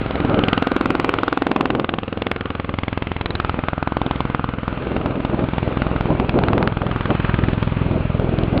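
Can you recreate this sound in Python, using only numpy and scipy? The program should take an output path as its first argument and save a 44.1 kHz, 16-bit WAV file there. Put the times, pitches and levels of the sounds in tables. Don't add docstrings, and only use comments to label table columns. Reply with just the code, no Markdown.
import sys
import numpy as np
from scipy import signal
from scipy.fft import rfft, irfft, next_fast_len
from scipy.io import wavfile
from scipy.ndimage import uniform_filter1d, map_coordinates

SR = 44100
rng = np.random.default_rng(int(sys.argv[2]) if len(sys.argv) > 2 else 0)


def voltage_ratio(decibels):
    exponent = np.asarray(decibels, float) / 20
    return 10 ** exponent


def generate_wav(sig):
    pcm = np.round(np.clip(np.atleast_2d(sig).T, -1, 1) * 32767).astype(np.int16)
    wavfile.write(sys.argv[1], SR, pcm)


N = 379260

BLADE_HZ = 21.2


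def unit(x):
    return x / np.sqrt(np.mean(x ** 2) + 1e-20)


def columns(rows, s):
    at, *cols = np.transpose(rows)
    return [np.interp(s, at, c) for c in cols]


def wobble(rate):
    return map_coordinates(rng.standard_normal(int(N * rate / SR) + 4), [np.arange(N) * rate / SR])


def coloured(x, points, causal=False):
    m = 2 * next_fast_len(x.shape[-1] // 2 + 4096)
    f, db = np.transpose(points)
    gain = voltage_ratio(np.interp(np.log(np.fft.rfftfreq(m, 1 / SR) + 1), np.log(f + 1), db))
    if causal:
        cepstrum = irfft(np.log(gain), m)
        cepstrum[1:m // 2] *= 2
        cepstrum[m // 2 + 1:] = 0
        gain = np.exp(rfft(cepstrum))
    return irfft(rfft(x, m) * gain, m)[..., :x.shape[-1]]


def patchy(points, patchy_db):
    z = signal.stft(rng.standard_normal(N + 512), nperseg=512)[2]
    field = uniform_filter1d(rng.standard_normal(z.shape), size=5, axis=0)
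    field = uniform_filter1d(field, size=8, axis=1)
    noise = signal.istft(z * voltage_ratio(patchy_db * unit(field)), nperseg=512)[1][:N]
    return unit(coloured(noise, points))


def chance(s):
    return rng.standard_normal(s.shape)


def drifting_noise(ms, memory):
    return signal.lfilter([1], [1, -memory], rng.standard_normal(ms.shape), axis=0)


def suction(ms, width, lobes=0):
    u = (ms / width) ** 2
    return (lobes * u - 1) * np.exp(-u / 2)


def air_focus(s):
    # first t/s, level/dB, length/s
    hard = [(1.187, -4, .02), (1.845, -4, .02), (2.221, 7, .11), (2.976, -1, .02), (3.401, 3, .11),
            (3.544, -6, .11), (3.685, 7, .02), (3.969, 2, .02), (4.11, -1, .02), (4.206, 3, .02),
            (4.348, 8, .02), (4.443, 5, .02), (4.68, 10, .02), (4.965, 10, .02), (5.06, 11, .02),
            (5.25, 10, .02), (5.58, 3, .02), (5.82, 10, .02), (6.01, 7, .02), (6.2, 9, .02),
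            (6.294, 9, .02), (6.39, 9, .3), (6.82, 0, .02), (6.868, -8, .21), (7.2, -6, .11),
            (7.343, 5, .16), (7.628, 8, .02), (8.198, 4, .02), (8.39, 3, .07), (8.578, 8, .02)]
    blur_db = 5 * (0.34 + np.abs(chance(s)))
    focus_db = -blur_db * np.clip(s / 2 - .5, 0, 1)
    for at, db, length in hard:
        focus_db[(s > at - .5 / BLADE_HZ) & (s < at + length)] = db
    return focus_db


def thumps(s, ms, width, lobes, far_ms, far_db):
    width = width * np.exp(0.025 * chance(s))
    near = suction(ms, width, lobes)
    far = voltage_ratio(far_db) * suction(ms - far_ms, 1.68 * width, lobes)
    hump_share = np.clip(0.14 * (s - 5.1), 0, 1)
    return near + far - hump_share * suction(ms + 3.8, 0.46)


def cracks(s, ms, sharp, edge, echo_ms, focus_db):
    sharp = sharp * np.exp(0.11 * chance(s)) * voltage_ratio(-0.31 * focus_db)
    tick_db = -12 - 2.5 * s
    tick = suction(ms + 2.724, 0.22) - 1.1 * suction(ms + 0.6, 0.6)
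    echo_db = -13.5 + 3.26 * chance(s)
    echo = suction(ms - echo_ms - 0.17 * chance(s), sharp, edge)
    return suction(ms, sharp, edge) + voltage_ratio(tick_db) * tick + voltage_ratio(echo_db) * echo


def scrub_scatter(s, ms, noise, focus_db):
    # f/Hz, level/dB
    scrub = [(400, -17.5), (1000, 9.5), (2200, 9), (4000, -8), (9000, -19)]
    bright = unit(coloured(noise, scrub))
    smooth = uniform_filter1d(bright, size=6, axis=1)
    dull = np.clip(.25 * (s - 2) - .1 * focus_db, 0, 1)
    after = np.clip(ms - .15, 0, None)
    rise = 1 - np.exp(-after / 0.51)
    smear_ms = 7.2 + 2.38 * s
    decay = voltage_ratio(-60 * after / smear_ms) + voltage_ratio(-21.5 - 60 * after / 60)
    return (bright + dull * (smooth - bright)) * rise * decay


def scrub_ring(s, ms, noise, focus_db):
    # t/s, f/Hz, level over the rest/dB
    pitched = [(.48, 2237, -1.5), (.63, 1487, 2.5), (1.3, 1270, 5), (2.101, 2710, 4), (2.35, 1980, 14),
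               (2.8, 4540, -8), (2.97, 2100, 7.5), (3.28, 3960, 1.5), (3.5, 1290, 8.5), (3.85, 1395, 7),
               (4.1, 3490, 1.5), (4.399, 1380, 7), (5.601, 2720, 6.5), (5.799, 1443, 16), (6.4, 1354, 11.5),
               (7, 1416, 15.5), (7.3, 2510, 0), (7.602, 2290, 3), (8.2, 1270, 8)]
    when, pitch, peak = np.transpose(pitched)
    gap = np.abs(s - when)
    nearest = gap.argmin(axis=1)
    ring_hz = pitch[nearest, None]
    ring_db = peak[nearest, None] - 47.5 * gap.min(axis=1, keepdims=True)
    swell = unit(coloured(noise, [(250, 15.5), (700, -29)])) + 0.5
    fade_db = -60 * np.where(ms > 0, ms / 14, -ms / 0.5)
    tone = -swell * np.cos(2 * np.pi * ring_hz * ms / 1000)
    return tone * voltage_ratio(ring_db - 5.5 + fade_db + 0.53 * focus_db)


def ground_boom(ms, boom_db):
    # f/Hz, level/dB
    slopes = [(120, -30.5), (260, 3.5), (400, 2.5), (700, 2), (1100, -37)]
    rumble = unit(coloured(drifting_noise(ms, .93), slopes))
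    boom = 0.77 * rumble - 0.66 * np.cos(2 * np.pi * 260 * ms / 1000)
    fade_db = -60 * np.where(ms > 0, ms / 55, -ms / 16)
    return voltage_ratio(boom_db + 4.0 + fade_db) * boom


def rotors():
    # t/s, delay/ms
    path = [(0, 14.9), (.67, 11), (1, 8.5), (1.66, 5.87), (2.25, 4.15), (3.4, 4.45), (3.7, 6.3), (4.3, 8),
            (4.63, 9.9), (5.3, 14.67), (6.29, 20.97), (6.7, 25.2), (6.96, 27.6), (7.29, 30.3),
            (7.63, 33.35), (7.96, 36.13), (8.6, 40.4)]
    # t/s, thump level/dB, crack level/dB, scatter level/dB
    near_slap = [(0, -26.5, -27, -12), (.3, -22.5, -22.5, -18.5), (.5, -14.5, -14.5, -5.5),
                 (.75, -24.5, -13.5, -17.5), (1.25, -22.5, -13.5, -15), (1.6, -18, -8, -19),
                 (1.95, -18.5, -18, -17), (2.08, -22, -27.5, -25.5), (2.3, -27, -21.5, -21.5),
                 (2.85, -21.5, -15, -20), (3.45, -23.5, -18, -22), (4.1, -22, -16.5, -23),
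                 (4.85, -24, -32, -28), (5.65, -19.5, -18.5, -24.5), (6.5, -18, -19, -32.5),
                 (7, -20, -23, -23.5), (7.3, -16, -27.5, -18.5), (8, -16, -32.5, -35.5)]
    # t/s, thump width/ms, thump side lobes/0-1, ground echo lag/ms, far rotor lag/ms,
    # far rotor level/dB, crack side lobes/0-1, crack width/ms, ground boom level/dB
    attitude = [(0, 1.6, 0.28, 1.07, 2.2, -19.5, 1, 0.54, -25),
                (.7, 1.37, 1, 1.73, 2.9, -18.5, 0.66, .2, -17.5),
                (1.1, 0.13, 1, .9, 5.4, -4.5, 0.69, 0.13, -21.5),
                (1.5, 0.55, 0.77, 0.94, 6.8, -16.5, 0.52, .15, -23),
                (2, 0.39, 0.33, 1.54, 10, -9.5, 0.11, 0.11, -26),
                (2.5, 0.96, 0.01, 1.4, 11, -3.5, 0, 0.09, -24),
                (3.3, 1.15, 0.07, 2.64, 11, -16, 0.32, 0.12, -39.5),
                (4, 1.5, 0.5, 0.79, 15, -8, 0.77, 0.31, -25),
                (5.5, 1.07, 0.29, 1.5, 16.7, -11, 0, 0.17, -33.5),
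                (7, 1.73, 0.5, 1.04, 18.5, -13, 1, 0.22, -29),
                (7.6, 1.4, 0.49, 5.5, 20, -9, 0.17, 0.16, -26.5),
                (8.6, 1.5, 0.3, 0.33, 23, -11, 1, 0.086, -21.5)]
    steady = np.arange(int(N / SR * BLADE_HZ)) / BLADE_HZ
    s = (steady + columns(path, steady)[0] / 1000)[:, None]
    index = np.round(s * SR).astype(int) + np.arange(-SR // 80, SR // 28)
    ms = (index / SR - s) * 1000 + 0.075 * chance(s)
    thump_db, crack_db, scatter_db = columns(near_slap, s)
    width, lobes, echo_ms, far_ms, far_db, edge, sharp, boom_db = columns(attitude, s)
    focus_db = air_focus(s)

    thump = thumps(s, ms, width, lobes, far_ms, far_db)
    slap = voltage_ratio(thump_db + 9 + 0.27 * chance(s) + 0.11 * focus_db) * thump
    crack = cracks(s, ms, sharp, edge, echo_ms, focus_db)
    slap += voltage_ratio(crack_db + 15.5 + focus_db) * crack
    noise = drifting_noise(ms, .85)
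    scatter = voltage_ratio(0.13 * focus_db) * scrub_scatter(s, ms, noise, focus_db)
    scatter += scrub_ring(s, ms, noise, focus_db)
    slap += voltage_ratio(scatter_db + 6 + 1.4 * chance(s)) * scatter
    slap += ground_boom(ms, boom_db)
    return np.bincount(index.ravel() + SR, slap.ravel(), N + 2 * SR)[SR:SR + N]


def turbines():
    # t/s, level/dB
    roar_level = [(0, -37.5), (1.16, -39), (1.5, -44.5), (2.15, -46), (3.4, -42.5), (3.8, -43.5),
                  (4.9, -41), (6.1, -38), (6.46, -40), (6.8, -40.5), (7.3, -35.5), (7.8, -39), (8.6, -38.5)]
    # f/Hz, level/dB
    turbine = [(20, 3), (90, -2), (220, -9), (540, -15.5), (1100, -13.5), (2400, -17), (2750, -20.5),
               (3100, -27), (4300, -35.5), (5050, -44), (5400, -64), (9000, -76.5)]
    # t/s, level/dB
    howl_level = [(0, -32.5), (.15, -24.5), (.5, -21.5), (.74, -22), (1.4, -47), (2.47, -31), (3.14, -57),
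                  (3.66, -28.5), (5.39, -33), (5.7, -33), (6.47, -34), (7.3, -28.5), (7.81, -38),
                  (8.6, -34)]
    # f/Hz, level/dB
    nozzle = [(900, -52.5), (1200, 0), (1400, -1.5), (1580, -0.5), (1800, -45)]
    t = np.arange(N) / SR
    roar_db = columns(roar_level, t)[0] + 11.0 + 1.2 * wobble(4.29) + 0.22 * wobble(23)
    howl_db = columns(howl_level, t)[0] - 7.5 + 0.4 * wobble(4.5)
    roar = voltage_ratio(roar_db) * patchy(turbine, patchy_db=1.5)
    return roar + voltage_ratio(howl_db) * patchy(nozzle, patchy_db=1.5)


def gusts():
    # peak t/s, peak level/dB, length/s
    gust_peaks = [(0.214, -27, 0.2), (0.363, -17.5, 0.17), (0.876, -27.5, 0.11), (1.039, -27.5, 0.29),
                  (1.567, -25, 0.25), (1.76, -22.5, .1), (1.948, -27, 0.054), (2.248, -36, 0.2),
                  (2.708, -29, 0.035), (3.316, -31, 0.17), (3.579, -27.5, 0.033), (4.067, -33.5, .12),
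                  (4.464, -43, 0.6), (4.724, -32.5, 0.11), (5.017, -22.5, 0.28), (5.368, -20.5, 0.16),
                  (5.685, -35.5, 0.11), (5.919, -27.5, 0.53), (6.106, -17.5, 0.065), (6.219, -19, .05),
                  (6.395, -17.5, 0.13), (6.567, -16.5, .14), (6.674, -22.5, 0.068), (6.881, -26, 0.14),
                  (7.107, -17.5, 0.04), (7.474, -28, 0.2), (7.915, -22, 0.14), (8.216, -26.5, 0.05),
                  (8.357, -23, 0.27), (8.574, -21.5, 0.072)]
    breeze_db, rise = -44.5, 1
    t = np.arange(N) / SR
    power = np.full(N, voltage_ratio(breeze_db) ** 2)
    for at, peak_db, length in gust_peaks:
        near = slice(max(int((at - 3 * length) * SR), 0), int((at + 3 * length) * SR))
        u = (t[near] - at) / (length * np.where(t[near] < at, rise, 1) / 2)
        power[near] += voltage_ratio(peak_db) ** 2 * np.exp(-u ** 2)
    return np.sqrt(power)


def wind():
    # f/Hz, level/dB
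    buffet = [(25, -30), (60, -4.5), (280, 4.5), (600, -1.5), (1000, -11.5), (1600, -20.5), (3000, -49)]
    port_top = .42
    lumps = voltage_ratio(1.2 * wobble(35) + 3 * wobble(90))
    push = gusts() * unit(lumps * patchy(buffet, patchy_db=1.6))
    return port_top * np.tanh(push / port_top)


def scene():
    return (rotors() + turbines() + wind())[None]


def clipped(x, top, hard):
    return x / (1 + np.abs(x / top) ** hard) ** (1 / hard)


def low_pass(x):
    return signal.sosfilt(signal.butter(12, 16500, fs=SR, output="sos"), x)


def record(dry):
    # f/Hz, level/dB
    microphone = [(300, 0), (950, -1), (1200, -0.95), (1420, -2.5), (1600, -4), (1780, -5.5), (2200, -3.44),
                  (3200, 3), (9000, -3)]
    # f/Hz, level/dB
    band_edge = [(15, -23.5), (40, -3), (100, 1.5), (3300, -0.5), (4200, -4), (5000, -10), (5700, -26.5),
                 (6400, -110)]
    x = clipped(coloured(dry, microphone, causal=True), top=.7, hard=40)
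    x = clipped(coloured(x, band_edge), top=.712, hard=150)
    return low_pass(x)


dry = scene()
out = record(dry)
generate_wav(out)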